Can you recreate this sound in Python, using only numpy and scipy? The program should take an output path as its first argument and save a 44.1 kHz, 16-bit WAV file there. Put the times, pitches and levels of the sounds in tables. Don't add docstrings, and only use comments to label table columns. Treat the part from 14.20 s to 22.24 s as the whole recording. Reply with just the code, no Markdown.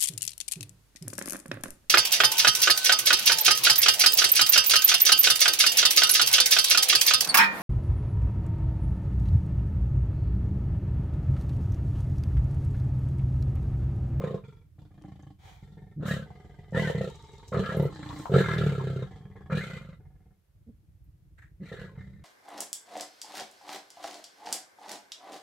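import sys
import numpy as np
from scipy import signal
from scipy.fft import rfft, irfft
from scipy.io import wavfile
from scipy.ndimage import uniform_filter1d

SR = 44100
rng = np.random.default_rng(int(sys.argv[2]) if len(sys.argv) > 2 else 0)


def store_wav(level_fs):
    pcm = np.round(np.clip(np.atleast_2d(level_fs), -1, 1) * 32767)
    wavfile.write(sys.argv[1], SR, pcm.T.astype(np.int16))


N = 354556
HZ = np.fft.rfftfreq(8192, 1 / SR)

# (frequency [Hz], bandwidth [Hz], gain [dB])
CHEST = [(90.5, 55, -3.5), (147.6, 35.7, 5.5), (194.3, 8.3, -0.5)]


def snarl(length, rise, rate, slowing, gape, chest_db, mouth_db, rasp_db, hiss_db,
          voice_sag_db, air_sag_db, mouth_hz, teeth_hz, sweep, step_db, *lips_hz):
    # (frequency [Hz], bandwidth [Hz], gain [dB])
    open_mouth = [(324, 20, -11.5), (383, 67, 1.5), (455.6, 72, -4), (524.6, 59, 2), (662, 49.5, -2),
                  (805, 110, -12)]
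    # (frequency [Hz], gain [dB])
    teeth = [(1500, -38), (2400, -7), (2700, -4.5), (3100, -0.5), (3400, -4), (3750, -0.5), (4200, -3),
             (4900, -14), (5600, -15.5), (6700, -14), (7900, -13.5), (9000, -24.5), (11500, -23.5),
             (16000, -32)]
    t = np.arange(0, length + .11, 1 / SR)
    ahead = t + .011
    voice_db = push(ahead, length, rise, onset_db=18, sag_db=voice_sag_db, settle=.46)
    rasp_db = rasp_db + push(ahead, length, rise, onset_db=30, sag_db=air_sag_db, settle=.7)
    hiss_db = hiss_db + push(ahead, length, rise * 1.13, onset_db=38, sag_db=air_sag_db, settle=.7)
    pressure = np.exp(-t / .1)
    slap_rate = rate * (1 - slowing * (1 - pressure))
    slaps, flow = folds(t, length, slap_rate, limp_db=.5, uneven_db=1.8, puff_s=.018, leak=.2 + .7 * gape)

    stretch = (mouth_hz / 470) ** .28
    damping = 1 + .94 * gape
    chest_modes = [(hz * stretch, width * damping, db) for hz, width, db in CHEST]
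    groan_hz = 150.2 * stretch * (1 + .16 * pressure + .06 * wander(len(t), 25))
    chest = throat(slaps, flow, chest_db + voice_db, chest_modes, rough=.05)
    chest = formants(chest, [groan_hz], width=41.4 * damping, spill_db=-3)
    closing_hz = mouth_hz * (1 - .1 * (np.minimum(t / length, 1) - .5))
    mouth = throat(slaps, flow, mouth_db + voice_db, open_mouth, rough=.3)
    mouth = formants(mouth, [closing_hz], width=95, spill_db=-11)

    rasp, hiss = turbulence(slaps, build_up(flow), rasp_db, hiss_db, teeth,
                            snap=.04, spittle_db=3.5, pulsing=.95)
    bared = np.interp(t, [0, rise, max(length, rise)], [0, 1, .55]) ** 1.5
    centres = [hz * (1 - sweep * (1 - bared)) * (1 + .025 * wander(len(t), 50)) for hz in lips_hz]
    rasp = formants(rasp, centres, width=85, spill_db=-18.5, step_db=step_db)
    upper_ring = gain_of(-.5) * resonate(hiss, teeth_hz, width=120)
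    lower_ring = gain_of(-5) * resonate(hiss, .71 * teeth_hz, width=89)
    hiss = hiss + upper_ring + lower_ring
    return gain_of(-3.5) * chest + gain_of(-5) * mouth + gain_of(-8.5) * rasp + gain_of(-2.4) * hiss


def growl(row, mouth_modes, chest_gain_db, mouth_gain_db, puff_s, rough, limp_db):
    length, rate, leak, *levels_db, swell_db, mouth_hz, teeth_hz, step_db = row[:-3]
    lips_hz = row[-3:]
    t = np.arange(0, length + .11, 1 / SR)
    ramp_db = swell_db * (np.minimum(t / length, 1) - .5)
    chest_db, mouth_db, rasp_db, hiss_db = (db + ramp_db for db in levels_db)
    slaps, flow = folds(t, length, np.full(len(t), rate), limp_db, uneven_db=1.7, puff_s=puff_s, leak=leak)
    flow = build_up(flow)
    chest = throat(slaps, flow, chest_db + chest_gain_db, CHEST, rough=.17)
    mouth = throat(slaps, flow, mouth_db + mouth_gain_db, mouth_modes, rough)
    mouth = formants(mouth, [mouth_hz], width=60, spill_db=-10.5)
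    # (frequency [Hz], gain [dB])
    palate = [(1500, -33.5), (2700, -6), (3300, 1), (4100, -2), (4700, -4.5), (5400, -8), (6500, -9),
              (7900, -8), (8900, -18), (11500, -30), (16000, -35.5)]
    rasp, hiss = turbulence(slaps, flow, rasp_db, hiss_db, palate, snap=.01, spittle_db=5, pulsing=.55)
    rasp = formants(rasp, lips_hz, width=57, spill_db=-11.5, step_db=step_db)
    hiss = hiss + gain_of(8.5) * resonate(hiss, teeth_hz, width=100)
    return chest + mouth + gain_of(-6) * rasp + gain_of(-7.5) * hiss


def push(t, length, rise, onset_db, sag_db, settle):
    spent = np.clip((t - rise) / max(length - rise, .01), 0, 1)
    attack_db = -onset_db * np.clip(1 - t / rise, 0, 1) ** 1.88
    return attack_db - sag_db * np.expm1(-spent / settle) / np.expm1(-1 / settle)


def folds(t, end, rate, limp_db, uneven_db, puff_s, leak):
    cycles = np.cumsum(rate * (1 + .018 * wander(len(t), 40))) / SR
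    at = np.flatnonzero((np.diff(np.floor(cycles), prepend=-1) > 0) & (t < end))
    limp = unit_rms(gain_of(-limp_db * (np.arange(len(at)) % 2)))
    shimmer = gain_of(uneven_db * rng.standard_normal(64)[:len(at)])
    slaps = np.zeros(len(t))
    slaps[at] = np.sqrt(SR / rate[at]) * limp * shimmer
    puffs = unit_rms(decay(slaps, puff_s))
    stream = leak * np.exp(-np.maximum(t - end, 0) / .034)
    attack = np.minimum(t / .0037, 1)
    return slaps, unit_rms((puffs + stream) * attack)


def build_up(flow):
    return unit_rms(decay(flow, tau_s=.0012))


def throat(slaps, flow, db, modes, rough):
    drive = np.sqrt(1 - rough) * slaps + np.sqrt(rough) * flow * rng.standard_normal(len(flow))
    radiation = HZ ** 2 / (HZ ** 2 + 60 ** 2)
    return ring(drive * gain_of(db), resonances(modes) * radiation)


def formants(x, centres, width, spill_db, step_db=0):
    peaks = sum(gain_of(step_db * k) * resonate(x, hz, width) for k, hz in enumerate(centres))
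    shaped = peaks + gain_of(spill_db) * x
    before, after = (abs(uniform_filter1d((v ** 2).mean(0), size=3000)) + 1e-16 for v in (x, shaped))
    return shaped * np.sqrt(before / after)


def turbulence(slaps, flow, rasp_db, hiss_db, hiss_colour, snap, spittle_db, pulsing):
    # (frequency [Hz], bandwidth [Hz], gain [dB])
    lips = [(830, 450, -18.5), (1000, 130, -16), (1166, 830, -1.5), (1290, 140, -4), (1747, 230, -2),
            (2008, 355, -5), (2375, 230, -8.5), (2980, 200, -15.5)]
    n = len(flow)
    crackle = unit_rms(gain_of(spittle_db * wander(n, 500)))
    drive = noise_pair(n, .83) * flow * crackle + snap * slaps
    rasp = ring(drive * gain_of(rasp_db), resonances(lips))
    breath = flow ** pulsing * signal.windows.tukey(n, .1)
    hiss = ring(noise_pair(n, .31) * breath * gain_of(hiss_db), spectrum(hiss_colour))
    return flutter(hollow(rasp, echo=.52), depth_db=4), flutter(hollow(hiss, echo=.22), depth_db=3.6)


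def flutter(x, depth_db):
    bands = signal.stft(x, nperseg=512)[2]
    patches = uniform_filter1d(rng.standard_normal(bands.shape[1:]), size=3, axis=0)
    patches = unit_rms(uniform_filter1d(patches, size=5, axis=1))
    gains = unit_rms(gain_of(depth_db * np.tanh(patches / 2) * 2))
    return signal.istft(bands * gains, nperseg=512)[1][:, :x.shape[1]]


def hollow(x, echo, delay_s=.0066):
    late = np.pad(x, ((0, 0), (round(delay_s * SR), 0)))[:, :x.shape[1]]
    return (x + echo * late) / np.sqrt(1 + echo ** 2)


def blow(length, rise, db, colour):
    t = np.arange(0, length, 1 / SR)
    swell_db = push(t, length, rise, onset_db=19, sag_db=16, settle=.7)
    envelope = gain_of(db + swell_db + wander(len(t), 170)) * signal.windows.tukey(len(t), .1)
    return ring(noise_pair(len(t), .27) * envelope, spectrum(colour))


def grunt(length, db, pitch_hz):
    t = np.arange(0, length, 1 / SR)
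    hz = pitch_hz * (1 - .075 * (t / length - .5))
    cycles = np.cumsum(hz * (1 + .152 * wander(len(t), 203))) / SR
    note = unit_rms(sum(gain_of(-15 * k) * np.sin(2 * np.pi * (k + 1) * cycles) for k in range(3)))
    return gain_of(db + .51 * wander(len(t), 150)) * note * np.sin(np.pi * t / length)


def transient(db, hz, width_hz, t60):
    t = np.arange(SR // 5) / SR
    burst = noise_pair(len(t), .45) * gain_of(-60 * t / t60)
    rung = ring(burst, resonances([(hz, width_hz, 0), (hz, 3 * hz, -27)]))
    return gain_of(db) * rung / abs(rung).max()


def twigs(length, ticks_per_s, db):
    # (frequency [Hz], gain [dB])
    bark = [(1500, -27), (4000, -8), (5500, 0.5), (7900, -1.5), (9000, -11.5), (16000, -22)]
    n = round(length * SR)
    strikes = rng.random(n) < ticks_per_s / SR
    strength = gain_of(5 * np.minimum(rng.exponential(1, n), 3))
    bursts = unit_rms(decay(strikes * strength, tau_s=.0033))
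    return gain_of(db) * ring(noise_pair(n, .4) * bursts, spectrum(bark))


def branches(x, wet_db, t60):
    # (frequency [Hz], gain [dB])
    colour = [(150, -13.5), (600, -11), (1500, -6.5), (8000, -4.5), (16000, 1)]
    t = np.arange(SR // 2) / SR
    tail = rng.standard_normal((2, len(t))) * gain_of(-60 * t / t60) * (t > .004)
    tail = ring(tail / np.linalg.norm(tail[0]), spectrum(colour))
    return x + gain_of(wet_db) * signal.fftconvolve(x, tail, axes=1)[:, :N]


def far_rumble():
    # (time [s], level [dB])
    course = [(0, -53), (.75, -55.5), (1.15, -56), (1.25, -53.5), (3.7, -51), (5.9, -52), (6.15, -62.5),
              (6.26, -69.5), (6.38, -56), (7.3, -54.5), (8.04, -49.5)]
    # (frequency [Hz], gain [dB])
    colour = [(20, -36.5), (42, 1.5), (85, 3.5), (135, -0.5), (180, -10.5), (240, -26.5), (310, -18),
              (450, -40.5), (1000, -63.5), (3000, -84)]
    throb_hz = 17 + 3 * wander(N, 4.1)
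    throb = unit_rms(gain_of(4.7 * np.sin(2 * np.pi * np.cumsum(throb_hz) / SR)))
    level_db = np.interp(np.arange(N) / SR, *np.transpose(course))
    return ring(noise_pair(N, .87) * throb * gain_of(level_db), spectrum(colour))


def still_air():
    # (frequency [Hz], gain [dB])
    colour = [(240, -32), (400, -3), (520, -7), (918, -13), (1140, -14.5), (2070, -15.5), (2350, -17.5),
              (4020, -20.5), (8400, -23), (12900, -19.5), (15800, -26)]
    return gain_of(-78.5) * ring(noise_pair(N, .083), spectrum(colour))


def gain_of(db):
    return 10 ** (np.asarray(db) / 20)


def unit_rms(x):
    return x / np.sqrt(np.mean(x ** 2) + 1e-20)


def spectrum(points):
    hz, db = np.transpose(points)
    return gain_of(np.interp(np.log(HZ + 1), np.log(hz + 1), db))


def resonances(modes):
    return sum(gain_of(db) / (1 + (2 * (HZ - hz) / width) ** 2) for hz, width, db in modes)


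def ring(x, gain):
    log_gain = np.log(np.maximum(gain / gain.max(), 1e-5))
    mirrored = np.r_[log_gain, log_gain[-2:0:-1]]
    taps = np.fft.ifft(np.exp(np.conj(signal.hilbert(mirrored)))).real[:len(HZ)]
    taps = taps / np.linalg.norm(taps)
    return signal.oaconvolve(np.atleast_2d(x), taps[None], axes=1)[:, :x.shape[-1]]


def resonate(x, hz, width):
    phasor = np.exp(2j * np.pi * np.cumsum(hz * np.ones(x.shape[-1])) / SR)
    pole = np.exp(-np.pi * width / SR)
    return 2 * (phasor * signal.lfilter([1 - pole], [1, -pole], x / phasor)).real


def decay(x, tau_s):
    return signal.lfilter([1], [1, -np.exp(-1 / (tau_s * SR))], x)


def wander(n, per_s):
    knots = rng.standard_normal(1024)
    return np.interp(np.arange(n) * per_s / SR, np.arange(len(knots)), knots)


def noise_pair(n, correlation):
    shared, *own = rng.standard_normal((3, n))
    return np.sqrt(correlation) * shared + np.sqrt(1 - correlation) * np.array(own)


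def add(mix, start, sound):
    part = mix[:, round(start * SR):][:, :sound.shape[-1]]
    part += sound[..., :part.shape[1]]


def scene():
    mix = np.zeros((2, N))
    # (start [s], length [s], rise [s], slap rate [1/s],
    # slowing [share], gape [0-1], chest, mouth, rasp and hiss drive [dB], voice sag [dB], air sag [dB],
    # mouth resonance [Hz], teeth resonance [Hz], lip sweep [share], step between lip resonances [dB],
    # three lip resonances [Hz])
    snarls = [ (.005, 0.17, 0.026, 31.33, 0.16, 0.41, -29, -28.5, -40, -59.5, 4.5, 4.5, 493, 3650, 0.066, -6, 1090, 1250, 2270),
              (1.797, .23, 0.13, 36.5, 0.031, 0.72, -25, -35.5, -30, -44, 9.5, 16.5, 574, 3980, 0.34, 7, 1380, 1640, 1906),
              (2.523, .18, 0.073, 45.2, 0.21, .5, -18.5, -24.5, -26, -43, 10.5, 5, 516, 3060, 0.14, 3, 1040, 1630, 2006),
              (2.747, 0.067, 0.0036, 31.1, 0, 0, -23.5, -31.5, -41.5, -55, 5, 2, 454, 3750, 0.046, 6.5, 970, 1360, 1950),
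              (2.809, 0.074, .003, 31.49, 0.044, 0.16, -27.5, -27.5, -41.5, -51.5, 7.5, 6, 503, 3680, .04, -3.5, 1360, 1800, 2240),
              (3.319, .045, 0.02, 42.56, 0.12, 0.27, -26, -27.5, -34.5, -60.5, -2, -2.5, 520, 3800, 0.063, -21, 1236, 1480, 1760),
              (3.368, 0.047, 0.013, 41.55, 0.039, 0.16, -20.5, -28.5, -41.5, -56, -0.5, -4, 465, 4080, 0.11, 0, 1010, 1320, 1680),
              (3.425, 0.09, 0.028, 31.6, 0.013, 0.9, -28, -33, -33, -53.5, 7, 2, 560, 3070, .06, -8.5, 1350, 1640, 1920),
              (3.519, 0.051, 0.0099, 37.1, 0.053, 0.13, -31.5, -37.5, -35.5, -49, -6, 9.5, 580, 3260, 0.027, -5.5, 1343, 1610, 2000),
              (3.569, 0.084, .004, 36.1, 0.011, 0, -20.5, -26.5, -36.5, -55, 3, 3, 446, 4150, 0.044, -1.5, 997, 1313, 2080),
              (4.095, 0.13, 0.075, 45.92, 0.025, 0.19, -15.5, -19, -27, -43.5, 3.5, -1, 430, 3730, 0.075, -5, 1393, 1616, 1680),
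              (4.232, .12, .005, 38.9, 0.02, .5, -31.5, -38, -29.5, -48.5, -5, 0.5, 400, 3650, .04, -3, 1425, 1680, 2090),
              (4.361, 0.48, 0.024, 43.2, .25, 0.036, -19.5, -29, -30.5, -46, 8.5, 13.5, 407, 3730, 0.098, -3.5, 1413, 1676, 2230),
              (5.297, .045, 0.043, 41.37, 0.05, 0, -25, -32, -31.5, -54.5, 2, 7, 526, 4000, 0.068, -4, 1440, 1660, 2420),
              (5.347, .042, .004, 41.8, 0.016, 0.23, -22.5, -34.5, -40.5, -53, 2.5, -4, 473, 3930, 0.032, 2, 1430, 1750, 2490),
              (5.404, 0.17, 0.0059, 32.17, 0.087, 0.38, -34.5, -43.5, -33.5, -48.5, 0.5, 7.5, 527, 3050, 0.062, 0, 1477, 2150, 2560),
              (5.61, .12, 0.0041, 27.22, 0.18, 0.65, -43, -56, -45.5, -62, 0, 11.5, 566, 3810, .03, -3.5, 1440, 2134, 2510),
              (7.402, 0.1, 0.063, 39.05, 0.26, 0.87, -45, -52, -51.5, -65, 3.5, -4, 508, 3950, .1, 3, 1475, 1890, 2160),
              (7.515, .06, 0.026, 42.1, 0.025, 1, -34, -35, -41.5, -57, 10, 7, 470, 3850, 0.11, 1.5, 1500, 1800, 2070),
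              (7.589, 0.068, 0.009, 40.9, .25, 0.93, -38.5, -43, -38.5, -56, 0.5, 8.5, 454, 3860, 0.095, -2, 1520, 1740, 2030),
              ]
    for start, *row in snarls:
        add(mix, start, snarl(*row))

    # (start [s], length [s], slap rate [1/s], steady air to puffs
    # [ratio], chest, mouth, rasp and hiss drive [dB], swell [dB], mouth resonance [Hz],
    # teeth resonance [Hz], step between lip resonances [dB], three lip resonances [Hz])
    growls_out = [ (.236, .21, 23, 0.19, -52, -68.5, -64.5, -73, -18, 463.8, 3390, 3.5, 926, 1373, 2320),
                  (1.425, 0.12, 21, 0.47, -48, -68.5, -68.5, -70, -4, 780, 3560, -0.5, 1360, 1860, 2120),
                  (1.57, 0.15, 21, 0.089, -46, -65.5, -65.5, -76.5, -5, 740, 3660, 4.5, 1410, 1800, 2155),
                  (2.059, 0.45, 21.2, 0.47, -51, -61, -61.5, -68.5, -5.5, 722, 3078, 6, 1236, 1606, 2033),
                  (2.895, 0.39, 20.9, 0.79, -54, -59.5, -58.5, -59, -3.5, 894, 3830, 2, 940, 1150, 2160),
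                  (4.862, .13, 21.3, 0.23, -46, -60, -59.5, -64.5, 1, 766, 3250, -2, 1096, 1730, 1997),
                  (5.005, 0.14, 21, 0.73, -46, -65, -64, -75.5, 1, 770, 3230, -4.5, 1100, 1710, 2010),
                  (5.155, .12, 19.5, .15, -48.5, -61, -58.5, -72.5, -9, 775, 3370, -3, 1100, 1670, 2030),
                  (5.799, 0.31, 19.7, .25, -58, -73, -76, -95.5, -8.5, 756, 3420, 1.5, 1450, 1727, 2130),
                  (7.678, 0.1, 27, 0.54, -52, -65.5, -63, -75, -7, 540, 3870, -2, 1020, 1460, 1900),
                  (7.775, 0.27, 33, 0.088, -47, -72, -63, -74, -15.5, 570, 3840, 7, 1500, 1826, 2050), ]
    growls_in = [ (0.583, 0.098, 30.05, 0.28, -49, -64, -70.5, -73, -5, 730, 3530, -1, 885, 1420, 2400),
                 (.707, 0.11, 28.55, 0.091, -52.5, -62.5, -70.5, -75.5, 5, 730, 3100, -2, 1230, 1750, 2410),
                 (.845, .275, 27.23, 0.082, -48, -57.5, -65, -69, -5, 780, 3060, 0, 1090, 1730, 2060),
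                 (3.69, 0.34, 29.42, 0.87, -42, -47.5, -48.5, -53, 6.5, 856, 4060, -9, 1054, 1777, 1980), ]
    # (frequency [Hz], bandwidth [Hz], gain [dB])
    mouth_out = [(298.6, 16, 1), (424, 135, 7), (735, 55, -5.5), (886, 97, -6.5)]
    mouth_in = [(303.2, 36, 12.5), (503, 310, -9), (810, 120, -17), (1100, 51, -13)]
    for start, *row in growls_out:
        add(mix, start, growl(row, mouth_out, chest_gain_db=-3.5, mouth_gain_db=1,
                              puff_s=.017, rough=.74, limp_db=0))
    for start, *row in growls_in:
        add(mix, start, growl(row, mouth_in, chest_gain_db=-1.5, mouth_gain_db=1.5,
                              puff_s=.0091, rough=.42, limp_db=1))

    # (time [s], peak [dB], resonance [Hz], bandwidth [Hz], T60 [s])
    transients = [(.822, -49.5, 6000, 9000, 0.0069), (.839, -46, 900, 1400, .008),
                  (1.025, -57, 6600, 1100, .026), (1.832, -28.5, 394, 120, 0.032),
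                  (2.104, -39, 780, 220, 0.042), (2.69, -36, 3080, 120, 0.086),
                  (2.697, -22, 518, 150, 0.0493), (3.46, -33.5, 3300, 1300, .07),
                  (3.568, -44, 12000, 5000, 0.066), (3.622, -30, 640, 200, 0.041),
                  (3.623, -47.5, 12300, 4000, 0.14), (3.89, -38.5, 3700, 800, .035),
                  (3.905, -33, 1052, 295.4, 0.086), (3.988, -43, 7500, 3000, .05),
                  (4.055, -23.5, 950, 380, 0.11), (4.285, -29.5, 1048, 294.7, .06),
                  (4.335, -23.5, 1660, 200, .065), (4.381, -30, 3300, 1500, 0.1),
                  (4.595, -33.5, 950, 290, .12), (6.843, -63.5, 13240, 2990, .028)]
    for start, *row in transients:
        add(mix, start, transient(*row))

    # (start [s], length [s], rise [s], level [dB])
    hisses = [(1.18, 0.28, 0.12, -53.5)]
    huffs = [(7.175, .04, 0.016, -53.5), (7.213, 0.074, 0.015, -55.5)]
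    sprays = [(1.85, 0.13, 0.035, -50), (3.81, 0.48, 0.23, -63)]
    # (frequency [Hz], gain [dB])
    hiss_colour = [(290, -21), (500, -12.5), (657, -20), (748, -1.5), (982, -13.5), (1040, -17),
                   (1530, -18.5), (2390, -14), (2720, -28), (3150, -15), (5200, -28), (6360, -25.5),
                   (9370, -35.5), (14200, -38), (15500, -38)]
    huff_colour = [(600, -15), (1200, -11), (1750, 7.5), (2300, -5), (3000, -21), (3900, -17.5),
                   (5000, -30), (7800, -22), (9500, -36), (16000, -34)]
    spray_colour = [(2500, -32), (5200, 1), (7500, 4.5), (9500, -6.5), (12000, -2), (16000, -9.5)]
    for rows, colour in (hisses, hiss_colour), (huffs, huff_colour), (sprays, spray_colour):
        for start, *row in rows:
            add(mix, start, blow(*row, colour))

    # (start [s], length [s], level [dB], pitch [Hz])
    grunts = [(1.758, 0.083, -31, 159.7), (6.462, 0.062, -48, 211), (7.396, 0.068, -37, 179.5)]
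    for start, *row in grunts:
        add(mix, start, grunt(*row))
    add(mix, 2.5, twigs(length=2, ticks_per_s=48.5, db=-71))
    return branches(mix, wet_db=-2.5, t60=.22) + far_rumble() + still_air()


def record(dry):
    # (frequency [Hz], left minus right [dB])
    balance = [(100, -1.4), (550, -1.5), (1100, 1.4), (4000, 0), (12000, 1)]
    lean_db = np.interp(np.fft.rfftfreq(N, 1 / SR), *np.transpose(balance))
    pair = irfft(rfft(dry) * gain_of(np.array([lean_db, -lean_db]) / 2), N)
    lowpass = signal.firwin(511, 15800, window=("kaiser", 9), fs=SR)
    return signal.oaconvolve(pair, lowpass[None], "same")


dry = scene()
out = record(dry)
store_wav(out)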